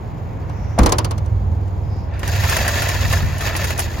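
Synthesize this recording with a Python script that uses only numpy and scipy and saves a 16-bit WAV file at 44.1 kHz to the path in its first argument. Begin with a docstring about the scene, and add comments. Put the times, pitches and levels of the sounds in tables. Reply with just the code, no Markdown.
"""Tailgate and shopping cart in a parking lot

Open air, in stereo, with an engine idling nearby and traffic far off. A car's tailgate is slammed:
the latch catches, the cabin booms and a loose plate clacks against the door until it settles.
Then a plastic shopping cart is pulled over the asphalt: its wheels chatter on the stones
and shake the basket and wire seat."""
import sys
import numpy as np
from scipy import signal
from scipy.fft import rfft, irfft
from scipy.io import wavfile
from scipy.ndimage import uniform_filter1d

SR = 44100
rng = np.random.default_rng(int(sys.argv[2]) if len(sys.argv) > 2 else 0)


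def dump(signal):
    """Clip the signal to [-1, 1] and save it as 16-bit WAV at the path in sys.argv[1]."""
    limited = np.clip(np.atleast_2d(signal).T, -1, 1)
    pcm = np.round(limited * 32767).astype(np.int16)
    wavfile.write(sys.argv[1], SR, pcm)


N = 176400

# spectra of the gate meeting its rubber seal, then the car's body: f/Hz, relative level/dB
SEAL_SPECTRUM = [(150, -20), (450, -24), (700, -1), (1200, -1), (4000, -17), (15000, -66)]
SLAM_SPECTRUM = [(25, 0), (60, 10), (140, -3), (240, 1.5), (400, -5.5), (800, -8.5), (1300, -18),
                 (2200, -25.5), (3500, -55), (7000, -34), (15000, -48)]
# modes of the door panel: f/Hz, level/dB, t60/s
PANEL_MODES = [(302, -23, 0.34), (321, -20.5, 1), (501, -27, 1), (1041, -34, 0.66)]
# thuds of the seal, striker, door and air trapped in the cabin: t/s, f/Hz, level/dB, t60/s
THUDS = [(0.7795, 666, -12, .05), (0.7888, 766, -10.5, 0.025), (0.792, 230, -2, 0.042),
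         (0.8113, 59.3, -1.5, 0.14)]

def tailgate(seal_s=0.780, slam_s=0.789):
    """The gate touches its seal and is stopped by the body: the panel rings and the cabin booms."""
    click = signal.unit_impulse(SR)
    seal = from_db(-22.5) * burst(SEAL_SPECTRUM, t60=0.12, attack_s=0.0076, hold_s=0.01)
    panel = sum(from_db(db) * ring(click, hz, t60) for hz, db, t60 in PANEL_MODES)
    slam = from_db(-12.5) * burst(SLAM_SPECTRUM, t60=0.76)
    thuds = sum(placed(s, from_db(db) * ring(-click, hz, t60)) for s, hz, db, t60 in THUDS)
    return placed(seal_s, seal) + placed(slam_s, slam) + placed(slam_s, panel) + thuds


# clacks of the hinge, latch and loose plate: t/s, snap level/dB, body level/dB
CLACKS = [(0.495, -48, -32), (0.7872, -19, -16.5), (0.8314, -23, -19), (0.8598, -15, -11),
          (0.8918, -25.5, -22), (0.921, -13, -14), (0.9833, -15.5, -17.5), (1.0452, -22, -22.5),
          (1.109, -27, -23), (1.179, -35, -32.5), (1.2589, -46, -38), (1.678, -50, -50)]
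# spectra of the snap, its tail and the plate's body: f/Hz, relative level/dB
SNAP_SPECTRUM = [(500, -8), (1800, -5.5), (2800, -3), (4500, 2), (7000, 2.5), (8800, 9.5), (10500, -1),
                 (15000, -15.5)]
TAIL_SPECTRUM = [(2500, 2), (5000, -0.5), (9000, -21), (15000, -21)]
PLATE_SPECTRUM = [(150, -17), (450, 1.5), (700, -3), (1080, 1.5), (1600, -15), (3000, -21), (8000, -37),
                  (15000, -65)]
# metallic modes of the plate: f/Hz, level/dB relative to the snap, t60/s
PLATE_MODES = [(4300, -12, 0.055), (4680, -18, 0.076), (5400, -17, 0.064), (5980, -7, 0.029),
               (7050, -30, .035)]

def clacks(attack_s=0.0009, detune=0.04):
    """Each bounce is a bright snap with a short metallic ring, over the duller body of the plate."""
    out, click = 0, signal.unit_impulse(SR)
    for s, snap_db, body_db in CLACKS:
        snap = burst(SNAP_SPECTRUM, t60=0.024, attack_s=attack_s, hold_s=0.0041)
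        snap += from_db(-8) * burst(TAIL_SPECTRUM, t60=0.079)
        metal = 0
        for hz, db, t60 in PLATE_MODES:  # each bounce lands differently
            strength = from_db(db + rng.normal(0, 3.5)) * rng.choice([-1, 1])
            metal += strength * ring(click, hz * rng.normal(1, detune), t60)
        body = burst(PLATE_SPECTRUM, t60=0.14, attack_s=0.003)
        out += placed(s, from_db(snap_db) * snap + from_db(body_db) * body)
        out += placed(s + attack_s, from_db(snap_db) * metal)
    return out


# how hard the wheels shake the cart: t/s, clatter level/dB, grit level/dB
ROLL_LEVELS = [(2.05, -71, -51.5), (2.13, -37, -61), (2.22, -42.5, -42), (2.28, -29, -26),
               (2.40, -27, -24.5), (2.53, -22, -17.5), (2.64, -24, -22.5), (2.8, -24.5, -20.5),
               (3.05, -27, -25), (3.14, -24.5, -20), (3.26, -33, -32), (3.37, -31.5, -33.5),
               (3.47, -24.5, -19.5), (3.52, -28, -31), (3.58, -28, -26), (3.71, -29, -22.5),
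               (3.76, -33, -35.5), (3.83, -32, -23.5), (3.88, -36, -34), (4.0, -33.5, -31.5)]
# spectra of the plastic basket and the grit under the wheels: f/Hz, relative level/dB
BASKET_SPECTRUM = [(100, -8), (220, -4), (420, -0.5), (660, 2), (1050, 0.5), (1450, -1.5), (1850, 2.5),
                   (2150, -4.5), (2750, -3.5), (3300, -9), (6000, -16.5), (15000, -34)]
GRIT_SPECTRUM = [(1000, -15.5), (3200, 2.5), (5000, 1), (6000, 0), (7200, 1.5), (8500, -7), (10500, -2),
                 (13000, -4), (15500, -7)]
# modes of the wire seat and steel frame, then of the thin wires: f/Hz, relative level/dB, t60/s
SEAT_MODES = [(578, -15.5, 0.11), (680.4, -14.5, 0.11), (943.3, -17, 0.22), (1420, -18, 0.065),
              (1758, -11.5, 0.14), (1818, -11, 0.023), (2250, -21, 0.12), (2460, -34, 0.076),
              (2660, -23.5, .09), (2780, -25, 0.21)]
THIN_WIRE_MODES = [(3940, -24, 0.034), (4650, -21, 0.16), (5270, -21, 0.047), (6690, -25.5, 0.1)]

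def rolling_cart(axles=2):
    """Front and rear wheels knock and crunch over the stones, shaking the basket and the wires."""
    clatter_gain, grit_gain = from_db(in_time(ROLL_LEVELS))
    knocks = [contacts(per_s=220, spread_db=1) for _ in range(axles)]
    grains = [contacts(per_s=600, spread_db=3) + from_db(-5.5) * k for k in knocks]
    basket = rms_one(sum(axle(k, BASKET_SPECTRUM, t60=0.063) for k in knocks))
    grit = rms_one(sum(axle(g, GRIT_SPECTRUM, t60=0.03) for g in grains))
    clatter = from_db(-3) * basket + from_db(-5.5) * ribs(sum(knocks)) + wires(sum(knocks), SEAT_MODES)
    crunch = from_db(-6.5) * grit + wires(sum(grains), THIN_WIRE_MODES)
    return clatter_gain * clatter + grit_gain * crunch


def contacts(per_s, spread_db):
    """Wheels meet stones: random, uneven clicks whose power stays even over tenths of a second."""
    sizes = from_db(spread_db * np.minimum(rng.exponential(1, N), 4)) * rng.choice([-1, 1], N)
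    clicks = sizes * (rng.random(N) < per_s / SR)
    local_power = uniform_filter1d(clicks ** 2, size=5000)
    return clicks / np.sqrt(local_power + 0.13 * per_s / SR)


def axle(clicks, spectrum, t60):
    """One axle's contacts sounding through the cart, rms 1."""
    response = burst(spectrum, t60, attack_s=0.0013)
    return rms_one(signal.fftconvolve(clicks[None], response, axes=1)[:, :N])


def ribs(shaking, count=48, low_hz=602, high_hz=4801):
    """Each knock sets one rib of the plastic lattice ringing briefly at its own pitch, rms 1."""
    out, struck_rib = 0, rng.integers(0, count, N)
    pitches = np.linspace(low_hz, high_hz, count) * rng.uniform(1.0, 1.03, count)
    for rib, hz in enumerate(pitches):
        pan = rms_one(from_db(rng.normal(0, 1.5) * np.array([[-1], [1]])))
        out += pan * gain_at(BASKET_SPECTRUM, hz) * ring(shaking * (struck_rib == rib), hz, t60=0.059)
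    return rms_one(out)


def wires(shaking, modes, side_db=-24.5, wander=0.012):
    """Every contact strikes every wire with its own strength; pitches wander as the loose seat shifts."""
    out, samples = 0, np.arange(N)
    for hz, db, t60 in modes:
        mid, side = rms_one(ring(shaking * rng.standard_normal((2, N)), hz, t60))
        out += from_db(db) * left_right(mid, from_db(side_db) * side)
    warped = samples + np.cumsum(wander * drift(rate_hz=12.18))
    return np.array([np.interp(warped % N, samples, channel) for channel in out])


# bigger stones in the asphalt: t/s, basket level/dB, crack level/dB
JOLTS = [(2.193, -39, -31.5), (2.231, -20.5, -35), (2.277, -27, -22), (2.362, -40, -30), (2.437, -17, -28),
         (2.496, -22, -16), (2.522, -19, -29), (2.567, -16.5, -18), (2.679, -18, -16.5), (2.778, -20, -28),
         (2.820, -18, -19), (2.889, -19, -20.5), (3.114, -35, -29), (3.127, -24, -21), (3.381, -47, -27),
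         (3.411, -32, -27), (3.473, -20.5, -40), (3.551, -19, -39), (3.564, -31, -19), (3.643, -19.5, -20),
         (3.705, -21, -25.5), (3.7775, -42, -23), (3.7875, -21.5, -33), (3.7923, -19.5, -15),
         (3.802, -35, -20)]
# spectrum of the gritty crack: f/Hz, relative level/dB
CRACK_SPECTRUM = [(1000, -27), (3200, -18.5), (5000, 5), (7000, 7), (10000, 14), (15500, -8.5)]

def jolts(attack_s=0.00035):
    """A wheel hits a bigger stone with a crack and jolts the basket."""
    out = 0
    for s, basket_db, crack_db in JOLTS:
        basket = from_db(basket_db) * burst(BASKET_SPECTRUM, t60=0.07, attack_s=attack_s, hold_s=0.00081)
        crack = from_db(crack_db) * burst(CRACK_SPECTRUM, t60=0.06, attack_s=attack_s)
        out += placed(s, basket + crack)
    return out


# bumps of the cart: t/s, level/dB
BUMPS = [(3.041, -18), (3.143, -32), (3.222, -15.5), (3.28, -37)]
# their spectrum: f/Hz, relative level/dB
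BUMP_SPECTRUM = [(25, -10), (60, 11), (110, 0.5), (190, 1.5), (350, -37), (2000, -43)]

def bumps():
    """The cart bumps dully as it is swung round."""
    return sum(placed(s, from_db(db) * burst(BUMP_SPECTRUM, t60=0.4, attack_s=0.0027, hold_s=0.012))
               for s, db in BUMPS)


# firing rate of the engine nearby: t/s, f/Hz
FIRING_RATE = [(0, 21.2), (0.8, 21.1), (1.6, 19.55), (2.6, 19.7), (3.3, 19.0), (4, 16.7)]
# its loudness at the microphone: t/s, level/dB
ENGINE_LEVEL = [(0, -32), (0.6, -24.5), (1.05, -23), (1.5, -17), (2.0, -26), (2.45, -19), (2.8, -23.5),
                (3.1, -18.5), (3.35, -23.5), (4, -25.5)]
# exhaust tones: multiple of the firing rate, relative level/dB
EXHAUST_ORDERS = [(2, -27), (3, -8.5), (4, -5), (5, -3.5), (6, -32), (7, -13), (10, -25)]

def engine(jitter=0.0052, waver_db=2.3, slip_turns=0.1, pan_db=1.3):
    """Just right of centre, low exhaust tones waver in level and timing on a sinking firing rate."""
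    (firing_hz,), (level_db,) = in_time(FIRING_RATE), in_time(ENGINE_LEVEL)
    turns = np.cumsum(firing_hz * (1 + jitter * drift(rate_hz=6.7))) / SR
    tones = 0
    for order, db in EXHAUST_ORDERS:
        gain = from_db(db + waver_db * drift(rate_hz=12))
        phase = order * turns + rng.random() + slip_turns * drift(rate_hz=15)
        tones += gain * np.sin(2 * np.pi * phase)
    return np.sqrt(2) * tones * from_db(level_db) * from_db([[-pan_db], [pan_db]])


# swishes as the gate swings down and before the cart moves: t/s, half length/s, centre f/Hz, level/dB
SWISHES = [(0.68, .12, 5670, -55), (1.97, 0.076, 5020, -54.5)]

def swishes(skirt_ratio=1.3, skirt_db=-19.5):
    """Faint, narrow bands of high hiss swell and fade."""
    out, t = 0, np.arange(N) / SR
    for s, half_s, hz, db in SWISHES:
        band = [(hz * skirt_ratio ** k, skirt_db * abs(k)) for k in (-2, 0, 2)]
        swell = np.exp(-0.5 * ((t - s) / half_s) ** 2)
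        out += noise(band, size=N) * from_db(db) * swell
    return out


# spectra of distant traffic, its rumble and its tyres: f/Hz, relative level/dB
RUMBLE_SPECTRUM = [(24, -23), (42, -4), (110, -1.5), (170, -9), (260, -14.5), (430, -18), (950, -20.5),
                   (1300, -32), (2300, -43), (4000, -50.5), (6500, -79), (15000, -76)]
TYRE_SPECTRUM = [(200, -10.5), (500, 1), (900, 1), (1300, -4), (2300, -8.5), (4000, -31), (7000, -41),
                 (15000, -58)]
# tyre noise at the microphone: t/s, level/dB
TYRE_LEVEL = [(0, -47.5), (0.7, -41), (1.4, -50.5), (2.0, -47.5), (4, -60)]

def traffic():
    """Far from the lot, traffic rumbles steadily under a fading wash of tyres."""
    rumble = from_db(-28) * noise(RUMBLE_SPECTRUM, size=N)
    tyres = from_db(in_time(TYRE_LEVEL)[0]) * noise(TYRE_SPECTRUM, size=N)
    return rumble + tyres


# stereo width at the microphone: f/Hz, level/dB of side over mid
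STEREO_WIDTH = [(60, -4.5), (200, -8.5), (400, -5.5), (750, -1), (1250, 1), (2200, -7.5), (3500, -2.5),
                (6300, -2.5), (7400, 4), (8300, 33.5), (9400, 21.5), (11000, 10.5), (13000, -3.5),
                (15000, -4.5)]

def noise(spectrum, size):
    """Stereo noise of a given colour, rms 1."""
    hz = np.fft.rfftfreq(size, 1 / SR)
    width = gain_at(STEREO_WIDTH, hz)
    phases = np.exp(2j * np.pi * rng.random((2, len(hz))))
    mid, side = phases * gain_at(spectrum, hz) / np.hypot(1, width)
    return rms_one(irfft(left_right(mid, side * width), size))


def burst(spectrum, t60, attack_s=0.00065, hold_s=0):
    """A struck body with many close modes: attack, hold, decay."""
    t = np.arange(SR // 2) / SR
    attack = np.minimum(t / attack_s, 1)
    decay = from_db(-60 * np.maximum(t - attack_s - hold_s, 0) / t60)
    return noise(spectrum, size=len(t)) * attack * decay


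def ring(x, hz, t60):
    """One mode: a unit click rings as a decaying sine of height 1."""
    radius, angle = from_db(-60 / (t60 * SR)), 2 * np.pi * hz / SR
    return signal.lfilter([0, np.sin(angle)], [1, -2 * radius * np.cos(angle), radius ** 2], x + 1e-18)


def drift(rate_hz):
    """A slow random wander with spread 1."""
    size = N // 40
    hz = np.fft.rfftfreq(size, N / size / SR)
    spectrum = rfft(rng.standard_normal(size)) / (1 + (hz / rate_hz) ** 2) ** 2
    return np.interp(np.arange(N), np.linspace(0, N, size), rms_one(irfft(spectrum, size)))


def placed(s, sound):
    """A sound starting s seconds into the stereo track."""
    out, start = np.zeros((2, N)), int(s * SR)
    part = sound[..., :N - start]
    out[:, start:start + part.shape[-1]] = part
    return out


def in_time(rows):
    """The columns of a curve at every sample."""
    s, *columns = np.transpose(rows)
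    return [np.interp(np.arange(N) / SR, s, column) for column in columns]


def gain_at(points, hz):
    """Gain of a dB table on a log-frequency axis."""
    table_hz, db = np.transpose(points)
    return from_db(np.interp(np.log(hz + 1), np.log(table_hz), db))


def left_right(mid, side):
    """Mid and side to two channels."""
    return np.array([mid + side, mid - side])


def from_db(db):
    """Decibels to gain."""
    return 10 ** (np.asarray(db) / 20)


def rms_one(x):
    """Scale to rms 1."""
    return x / np.sqrt(np.mean(x ** 2) + 1e-20)


def scene():
    """The lot as it reaches the microphone: open air, with no room."""
    background = engine() + traffic() + swishes()
    return background + tailgate() + clacks() + rolling_cart() + jolts() + bumps()


def record(dry):
    """The highest peaks are rounded and the top is cut above 16 kHz."""
    rounded = dry / (1 + dry ** 6) ** (1 / 6)
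    lowpass = signal.ellip(10, 0.1, 90, 16000, fs=SR, output="sos")
    return signal.sosfilt(lowpass, rounded)


dry = scene()
out = record(dry)
dump(out)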